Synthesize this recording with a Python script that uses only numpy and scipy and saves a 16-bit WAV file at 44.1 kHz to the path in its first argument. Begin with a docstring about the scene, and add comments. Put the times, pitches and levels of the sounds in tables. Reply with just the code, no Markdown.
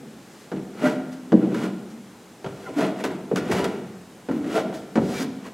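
"""The echo of one blow struck just before the start rings on; then someone climbs a steep open timber staircase
inside a tall wooden tower. Heels and toes strike the treads: each blow rings decaying modes and a dry noise crack.
Soles slide over gritty boards as dense clicks, boards creak as wavering tones, and brushes pass as bright hiss.
Decaying noise gives the hollow tower's answer to every step. A small pair of microphones, carried along,
hears it almost in mono, over a lumpy rumble from the hand and a quiet hiss."""
import sys
import numpy as np
from scipy import signal
from scipy.fft import rfft, irfft, next_fast_len
from scipy.io import wavfile
from scipy.ndimage import uniform_filter1d

SR = 44100
rng = np.random.default_rng(int(sys.argv[2]) if len(sys.argv) > 2 else 0)


def volts_from_db(level):
    """Convert decibel levels to linear amplitude ratios."""
    exponent = np.asarray(level, float) / 20
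    return 10 ** exponent


def output_pcm(signal):
    """Save a mono or channel-first signal as 16-bit PCM at the path in sys.argv[1].

    Samples are clipped to [-1, 1] before scaling.
    """
    pcm = np.clip(np.atleast_2d(signal).T, -1, 1) * 32767
    wavfile.write(sys.argv[1], SR, np.round(pcm).astype(np.int16))


N = 243873   # length in samples
SLOW_STEP = 32   # samples between the points of a slow envelope

# Blows of shoe on tread. Each row: start in seconds, knock level in dB, then against that knock the frame thump,
# board boom and hard edge in dB, and the frequency in Hz that the struck spot favours.
BLOWS = [(0.517, -15, -13, 6.5, -12.5, 201), (0.532, -23.5, 4, -0.5, -19, 316),
         (1.320, -8.5, -0.5, 9.5, -12.5, 189), (1.329, -2.5, -15, 9.5, -59, 233.4),
         (1.372, -21.5, -10, 5, -16.5, 227), (1.544, -28.5, -25, 4, 5.5, 186),
         (2.444, -15.5, 4, -7.5, -11, 390), (2.462, -17, -8, -11, -10.5, 364),
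         (2.689, -17.5, -15, -0.5, -33, 266), (2.786, -16, -25, -2, -10, 640),
         (2.807, -19.5, -35, 3, 1, 290), (2.856, -17, -35, -4.5, -21, 300), (3.039, -10, -12, -6, -11, 269),
         (3.314, -7.5, -1, -0.5, -23, 427), (3.358, -17.5, -24, 1, -20, 230),
         (3.514, -11.5, 10, -24, -7.5, 207), (3.641, -13.5, -7.5, 2, -23, 370),
         (4.287, -12, -1, 2, -14.5, 275.5), (4.312, -23.5, 8.5, -2, -4, 226),
         (4.404, -34.5, -12, 16, -16, 256), (4.444, -20, -15, 6, -11.5, 292),
         (4.577, -7, -18, -19, -10, 656), (4.727, -25, 3, -14, -7, 291),
         (4.956, -9.5, -1.5, 9.5, -8.5, 239.4), (4.974, -3, 0, -14, -17, 227),
         (5.017, -13, -8, 0, -19, 204), (5.09, -16.5, -16, -15, -14, 258)]
# What a tread rings with. Each row: frequency in Hz, level in dB, ring time t60 in seconds when undamped.
TREAD_MODES = [(99.4, 2, 0.1), (139.7, 3.5, 0.14), (189.6, -3.5, 0.24), (227, -2, 0.19),
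               (265.9, -4.5, 0.24), (312.3, -6.5, 0.26), (393.6, -8, 0.15), (435, 1, 0.053),
               (479.4, 1.5, 0.078), (551, -3.5, 0.097), (640, -1.5, 0.055), (732, -3, 0.059),
               (860, -11.5, 0.11), (989, -20.5, 0.13), (1177, -17.5, 0.047), (1400, -11.5, 0.05),
               (1570, -19, 0.05), (1955, -11.5, 0.027), (2274, -18.5, 0.08), (2510, -13.5, 0.022),
               (2931, -22, 0.095), (3250, -20.5, 0.03), (4290, -20, 0.01)]
# Colour of gritty noise. Each row: frequency in Hz, spectral level in dB.
GRIT_COLOUR = [(530, -20), (900, 4.5), (1420, 3.5), (1720, 0.5), (1990, -4), (2130, -11), (2290, -11.5),
               (6740, -18.5), (15800, -32.5)]
# Stereo width, which each layer shifts by a few dB. Each row: frequency in Hz, side against mid in dB.
STEREO_WIDTH = [(60, -37), (110, -45), (200, -33.5), (380, -34), (700, -24), (1290, -24), (2380, -19),
                (4400, -14.5), (8120, -14.5), (15000, -10.5)]


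def rms_one(x):
    """Scale to unit rms."""
    return x / np.sqrt(np.mean(x ** 2) + 1e-20)


def at_hz(points, hz):
    """Read a (Hz, value) table on a log frequency axis."""
    table = np.array(points)
    return np.interp(np.log(hz), np.log(table[:, 0]), table[:, 1])


def band(x, low_hz, high_hz):
    """Butterworth band-pass."""
    return signal.sosfilt(signal.butter(2, [low_hz, high_hz], "band", fs=SR, output="sos"), x)


def shaped(x, gain_db):
    """Colour a sound by a function from Hz to dB."""
    size = next_fast_len(x.shape[-1])
    hz = np.maximum(np.arange(size // 2 + 1) * SR / size, 1)
    return irfft(rfft(x, size) * volts_from_db(gain_db(hz)), size)[..., :x.shape[-1]]


def gritty(x):
    """Give noise the colour of grit on wood."""
    return shaped(x, lambda hz: at_hz(GRIT_COLOUR, hz))


def swells(rows):
    """One envelope per row: 20 dB down a swell time before the peak and a fade time after it."""
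    roundness = 1.22   # 1 = pointed swell, 2 = bell
    peak_s, rise_s, fall_s = np.transpose(rows)[:3, :, None]
    t = np.arange(0, N, SLOW_STEP) / SR - peak_s
    distance = np.where(t < 0, -t / rise_s, t / fall_s)
    return volts_from_db(-20 * np.minimum(distance ** roundness, 6))


def power_sum(levels_db, envelopes):
    """Add the powers of overlapping envelopes and return the amplitude at full sample rate."""
    slow = np.sqrt(volts_from_db(levels_db) ** 2 @ envelopes ** 2)
    return np.interp(np.arange(N) / SLOW_STEP, np.arange(len(slow)), slow)


def knock(knock_db, thump_db, boom_db, edge_db, spot_hz, luck, noise):
    """A blow rings the modes: the low ones by the weight behind it, the high ones and a dry crack by its hardness."""
    # Where thump, boom, knock and hard edge rule the tread's modes, in Hz.
    contact_hz = [120, 300, 580, 1500]
    t = np.arange(len(noise)) / SR
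    hz, level_db, t60 = np.transpose(TREAD_MODES)[:, :, None]
    weight_db = np.interp(np.log(hz), np.log(contact_hz), [thump_db, boom_db, 0, edge_db + 9])
    # The mode with its belly under the foot rings hardest.
    spot_db = 9 * np.exp(-(np.log2(hz / spot_hz) / 0.15) ** 2)
    gains = volts_from_db(level_db + weight_db + spot_db + 2 * luck[:, None])
    rise = 1 - np.exp(-t * hz / 1.07)   # low modes take longer to build up
    modes = gains * rise * volts_from_db(-60 * t / t60) * np.sin(2 * np.pi * hz * t)
    body = np.sum(modes, axis=0)
    top_hz = np.clip(3000 * volts_from_db(edge_db + 18.5), 1500, 17000)   # a harder contact cracks brighter
    crack = rms_one(band(gritty(noise), 580, top_hz)) * volts_from_db(-60 * t / 0.12)
    return volts_from_db(knock_db) * (volts_from_db(-11) * body + volts_from_db(edge_db - 11.5) * crack)


def knocks():
    """Every blow lands on another spot and so mixes the modes anew."""
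    size = SR // 2
    mode_count = len(TREAD_MODES)
    draws = rng.standard_normal((len(BLOWS), mode_count + size))
    out = np.zeros(N + size)
    for (start_s, *blow), row in zip(BLOWS, draws):
        at = round(start_s * SR)
        out[at:at + size] += knock(*blow, luck=row[:mode_count], noise=row[mode_count:])
    return out[:N]


def grains(per_s, spread_db):
    """Random clicks of uneven size and either sign, rms 1."""
    sizes = volts_from_db(spread_db * np.minimum(rng.exponential(1, N), 4)) * rng.choice([-1, 1], N)
    return rms_one(sizes * (rng.random(N) < per_s / SR))


def ring(force, hz, t60):
    """A two-pole resonator: a unit click sets a decaying sine of height near 1 ringing."""
    r, w = volts_from_db(-60 / (t60 * SR)), 2 * np.pi * hz / SR
    return signal.lfilter([0, np.sin(w)], [1, -2 * r * np.cos(w), r * r], force + 1e-18)


def damped_board(force, modes, damping):
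    """Tread modes of alternating sign ring for a share of their free time, as the sole damps them."""
    out = 0
    for k, (hz, level_db, t60) in enumerate(modes):
        out = out + volts_from_db(level_db) * (-1) ** k * ring(force, hz, damping * t60)
    return out


def slides():
    """Grit under the sole sends dense clicks into the tread, whose modes the foot damps, and hisses into the air."""
    # Soles rolling and sliding on the board. Each row: peak in seconds, swell in seconds, fade in seconds,
    # weight on the board in dB, grit in dB.
    strokes = [(0.56, 0.033, 0.12, -28.5, -60), (0.862, 0.096, 0.12, -20.5, -36.5),
               (1.44, 0.15, 0.13, -23.5, -58.5), (1.519, .01, 0.032, -17, -60),
               (1.545, .004, 0.099, -43, -43), (1.639, 0.17, 0.094, -28, -41.5),
               (2.49, 0.043, 0.25, -41, -57), (2.69, 0.18, .06, -41, -54.5),
               (2.79, 0.036, 0.094, -26.5, -40), (2.828, 0.092, 0.12, -20, -38.5),
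               (3.006, 0.056, 0.046, -33, -43.5), (3.040, 0.0026, 0.048, -23.5, -31),
               (3.12, 0.16, 0.082, -29, -51), (3.360, .002, 0.0098, -21, -27),
               (3.369, .004, 0.05, -35, -33), (3.42, 0.15, 0.079, -26, -52.5),
               (3.499, 0.021, 0.036, -20, -57), (3.516, .004, .06, -25.5, -29.5),
               (3.58, 0.16, 0.13, -25, -35.5), (3.643, .002, 0.018, -32, -27.5),
               (3.651, 0.0037, 0.064, -23, -41.5), (3.72, 0.091, 0.15, -36.5, -51),
               (4.32, 0.036, 0.19, -31, -57.5), (4.47, 0.07, 0.11, -28, -53.5),
               (4.571, .11, 0.078, -28, -35), (4.68, 0.17, 0.12, -30.5, -58.5),
               (5.04, 0.062, 0.15, -23.5, -62), (5.232, 0.2, 0.045, -29, -47),
               (5.466, 0.051, 0.046, -42.5, -46.5)]
    # Share of the free ring time left under the sole, for boom, knock and rasp.
    underfoot_ring = [0.2, 0.39, 0.4]
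    band_limits = [165, 410, 950, SR]   # Hz, bounds of the modes of boom, knock and rasp
    weight_db, grit_db = np.transpose(strokes)[3:]
    # The board's knock lies between weight and grit; so does the rasp, nearer the grit.
    knock_db = weight_db + 0.51 * (grit_db - weight_db) + 3
    rasp_db = weight_db + 0.62 * (grit_db - weight_db) + 1
    envelopes = swells(strokes)
    drives = [power_sum(level_db, envelopes) for level_db in (weight_db, knock_db, rasp_db, grit_db)]

    force = grains(per_s=2500, spread_db=0.5)
    board = 0
    for drive, damping, low, high in zip(drives, underfoot_ring, band_limits, band_limits[1:]):
        modes = [mode for mode in TREAD_MODES if low < mode[0] < high]
        usual = np.std(damped_board(force[:SR], modes, damping))
        board = board + damped_board(force * drive, modes, damping) / usual

    hiss = gritty(grains(per_s=3500, spread_db=1))
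    rasp = drives[2] * rms_one(band(hiss, 800, 2800))
    air = drives[3] * rms_one(band(hiss, 2140, 15000))
    return volts_from_db(-4) * board + volts_from_db(-8) * rasp + air


def creaks():
    """Each creak is a wavering tone with a rough edge that glides, swells and fades within a moment."""
    # Wavering tones: board groans, sole squeaks, and high ringing lines within the scuff near 0.86 s.
    # Each row: start in seconds, end in seconds, first frequency in Hz, last frequency in Hz, level in dB.
    tones = [(0.808, 0.897, 604.6, 623, -26), (0.829, 0.887, 1410, 1400, -32.5),
             (0.836, 0.896, 1980, 1980, -34.5), (0.842, 0.9, 1558, 1573, -32.5),
             (0.802, 0.918, 248.9, 271, -23.5), (2.645, 2.696, 1485, 1270, -43),
             (2.654, 2.708, 1072, 970, -45), (2.657, 2.707, 796, 750, -42.5), (2.754, 2.814, 288, 296, -22),
             (2.795, 2.866, 648, 648, -30), (3.356, 3.391, 1444, 1400, -37.5),
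             (4.294, 4.445, 366, 264.5, -30), (4.44, 4.504, 309, 316, -31.5),
             (4.531, 4.59, 624, 750, -27.5), (4.534, 4.598, 439.6, 420, -27.5),
             (4.302, 4.42, 249, 220, -29.5), (4.53, 4.62, 1400, 1326, -37),
             (5.123, 5.223, 2320, 2280, -42.5), (5.172, 5.293, 254.6, 269.2, -28.5),
             (5.45, 5.475, 894, 1340, -42.5), (2.655, 2.68, 2150, 2030, -50)]
    out = np.zeros(N)
    draws = rng.standard_normal((len(tones), 2, SR // 5))
    for (start_s, end_s, first_hz, last_hz, level_db), row in zip(tones, draws):
        size = round((end_s - start_s) * SR)
        waver, grip = (rms_one(uniform_filter1d(x, size=300))[:size] for x in row)
        hz = np.linspace(first_hz, last_hz, size) * (1 + 0.022 * waver)
        swell = np.hanning(size) * volts_from_db(level_db + 2.8 * grip)
        tone = np.sqrt(2) * np.sin(2 * np.pi * np.cumsum(hz) / SR)
        out[round(start_s * SR):][:size] += swell * tone
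    return out


def brushes():
    """Cloth or a hand brushing past: smooth bright hiss that swells and fades."""
    # Each row: peak in seconds, swell in seconds, fade in seconds, level in dB.
    passes = [(0.42, 0.46, 0.18, -56), (1.128, 0.023, 0.046, -50), (1.91, 0.034, 0.066, -56),
              (2.63, 0.18, .15, -55), (4.744, 0.013, 0.098, -44.5), (5.151, 0.21, 0.19, -47),
              (5.227, 0.23, 0.032, -36.5)]
    hiss = band(gritty(rng.standard_normal(N)), 2920, 16000)
    return power_sum(np.transpose(passes)[3], swells(passes)) * rms_one(hiss)


def tower_echo():
    """The tower's answer to a click, mid and side: noise that swells fast and dies band by band."""
    # How long the tower rings. Each row: frequency in Hz, t60 in seconds.
    ring_times = [(60, 1.2), (200, 1.65), (500, 0.7), (1500, 1.27), (4000, 0.73), (12000, 0.075)]
    # How strongly it answers. Each row: frequency in Hz, level in dB against the direct sound.
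    colour = [(60, -19), (120, 0), (220, -5), (500, -0.5), (1500, -10.5), (4000, -8), (12000, -22.5)]
    edges_hz = 22 * 2 ** np.arange(1.5, 9.6, 0.5)   # half-octave bands
    t = np.arange(round(1.6 * SR)) / SR
    white = rng.standard_normal((2, 2, len(t)))   # neighbouring bands take turns with two noises
    out = 0
    for k, (low, high) in enumerate(zip(edges_hz, edges_hz[1:])):
        hz = np.sqrt(low * high)
        t60 = at_hz(ring_times, hz)
        dying = volts_from_db(-60 * t / t60) / np.sqrt(t60 * SR / np.log(1e6))   # equal energy for any ring time
        mid_side = volts_from_db([[0], [at_hz(STEREO_WIDTH, hz) + 5]])
        out = out + volts_from_db(at_hz(colour, hz)) * mid_side * dying * band(white[k % 2], low, high)
    return out * (1 - np.exp(-t / 0.004))


def shake():
    """Lumpy low rumble from the climbing hand, jolted by the thump of each blow; mid and side."""
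    tremor_db, jolt_db = -68, -42.5   # shaking between the blows, and offset of the jolts
    jolt_growth = 0.69   # dB of shaking per dB of thump
    rise_s, t60_s = 0.0062, 1
    start_s, knock_db, thump_db = np.transpose(BLOWS)[:3, :, None]
    t = np.maximum(np.arange(0, N, SLOW_STEP) / SR - start_s, 0)
    jolts = (1 - np.exp(-t / rise_s)) * volts_from_db(-60 * t / t60_s)
    jolt_levels_db = jolt_growth * (knock_db + thump_db)[:, 0] + jolt_db
    level = volts_from_db(tremor_db) + power_sum(jolt_levels_db, jolts)
    lumps = band(band(rng.standard_normal((2, N)), 70, 139), 43, 180)
    return level * volts_from_db([[0], [-25]]) * rms_one(lumps)


def hush():
    """Far air and microphone hiss as steady coloured noise, mid and side."""
    # Colour of the hush. Each row: frequency in Hz, spectral level in dB.
    colour = [(15, -56), (25, -9), (53, -95), (102, -7), (194, -2), (333, -1), (473, -2.5), (557, -7),
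              (834, -8), (905, -11), (4820, -22.5), (7420, -22), (13800, -32), (15800, -38)]
    mid, side = shaped(rng.standard_normal((2, N)), lambda hz: at_hz(colour, hz))
    side = shaped(side, lambda hz: at_hz(STEREO_WIDTH, hz) + 3)
    return volts_from_db(-49) * np.array([mid, side]) / np.std(mid)


def scene():
    """Steps, their echo in the tower, and the background, as left and right."""
    lead = round(0.16 * SR)   # an earlier blow falls this long before the start, so only its echo is heard
    earlier = knock(-15, 1, 3.5, -41, 242, luck=np.zeros(len(TREAD_MODES)), noise=rng.standard_normal(lead))
    steps = np.concatenate([earlier, knocks() + slides() + brushes() + creaks()])
    wet = signal.fftconvolve(steps[None], tower_echo(), axes=1)[:, lead:lead + N]
    # Up close the two ports differ in phase, not level: the side is the mid turned by 90 degrees.
    direct = steps[lead:]
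    turned = np.imag(signal.hilbert(direct, next_fast_len(N)))[:N]
    near = np.array([direct, shaped(turned, lambda hz: at_hz(STEREO_WIDTH, hz) - 3)])
    low_cut = signal.butter(4, 145, "high", fs=SR, output="sos")   # the microphones' low cut
    wood = signal.sosfilt(low_cut, near + wet)
    mid, side = wood + hush() + shake()
    return np.array([mid + side, mid - side]) * volts_from_db([[0.12], [-0.12]])   # left a touch louder


def low_pass(x):
    """Removes everything above the highest recorded frequency."""
    return signal.sosfilt(signal.butter(12, 16050, fs=SR, output="sos"), x)


def record(dry):
    """A soft tanh curve lifts the level and rounds the loudest peaks."""
    mix = 1.655 * np.tanh(dry / 1.394)
    return low_pass(mix)


dry = scene()
out = record(dry)
output_pcm(out)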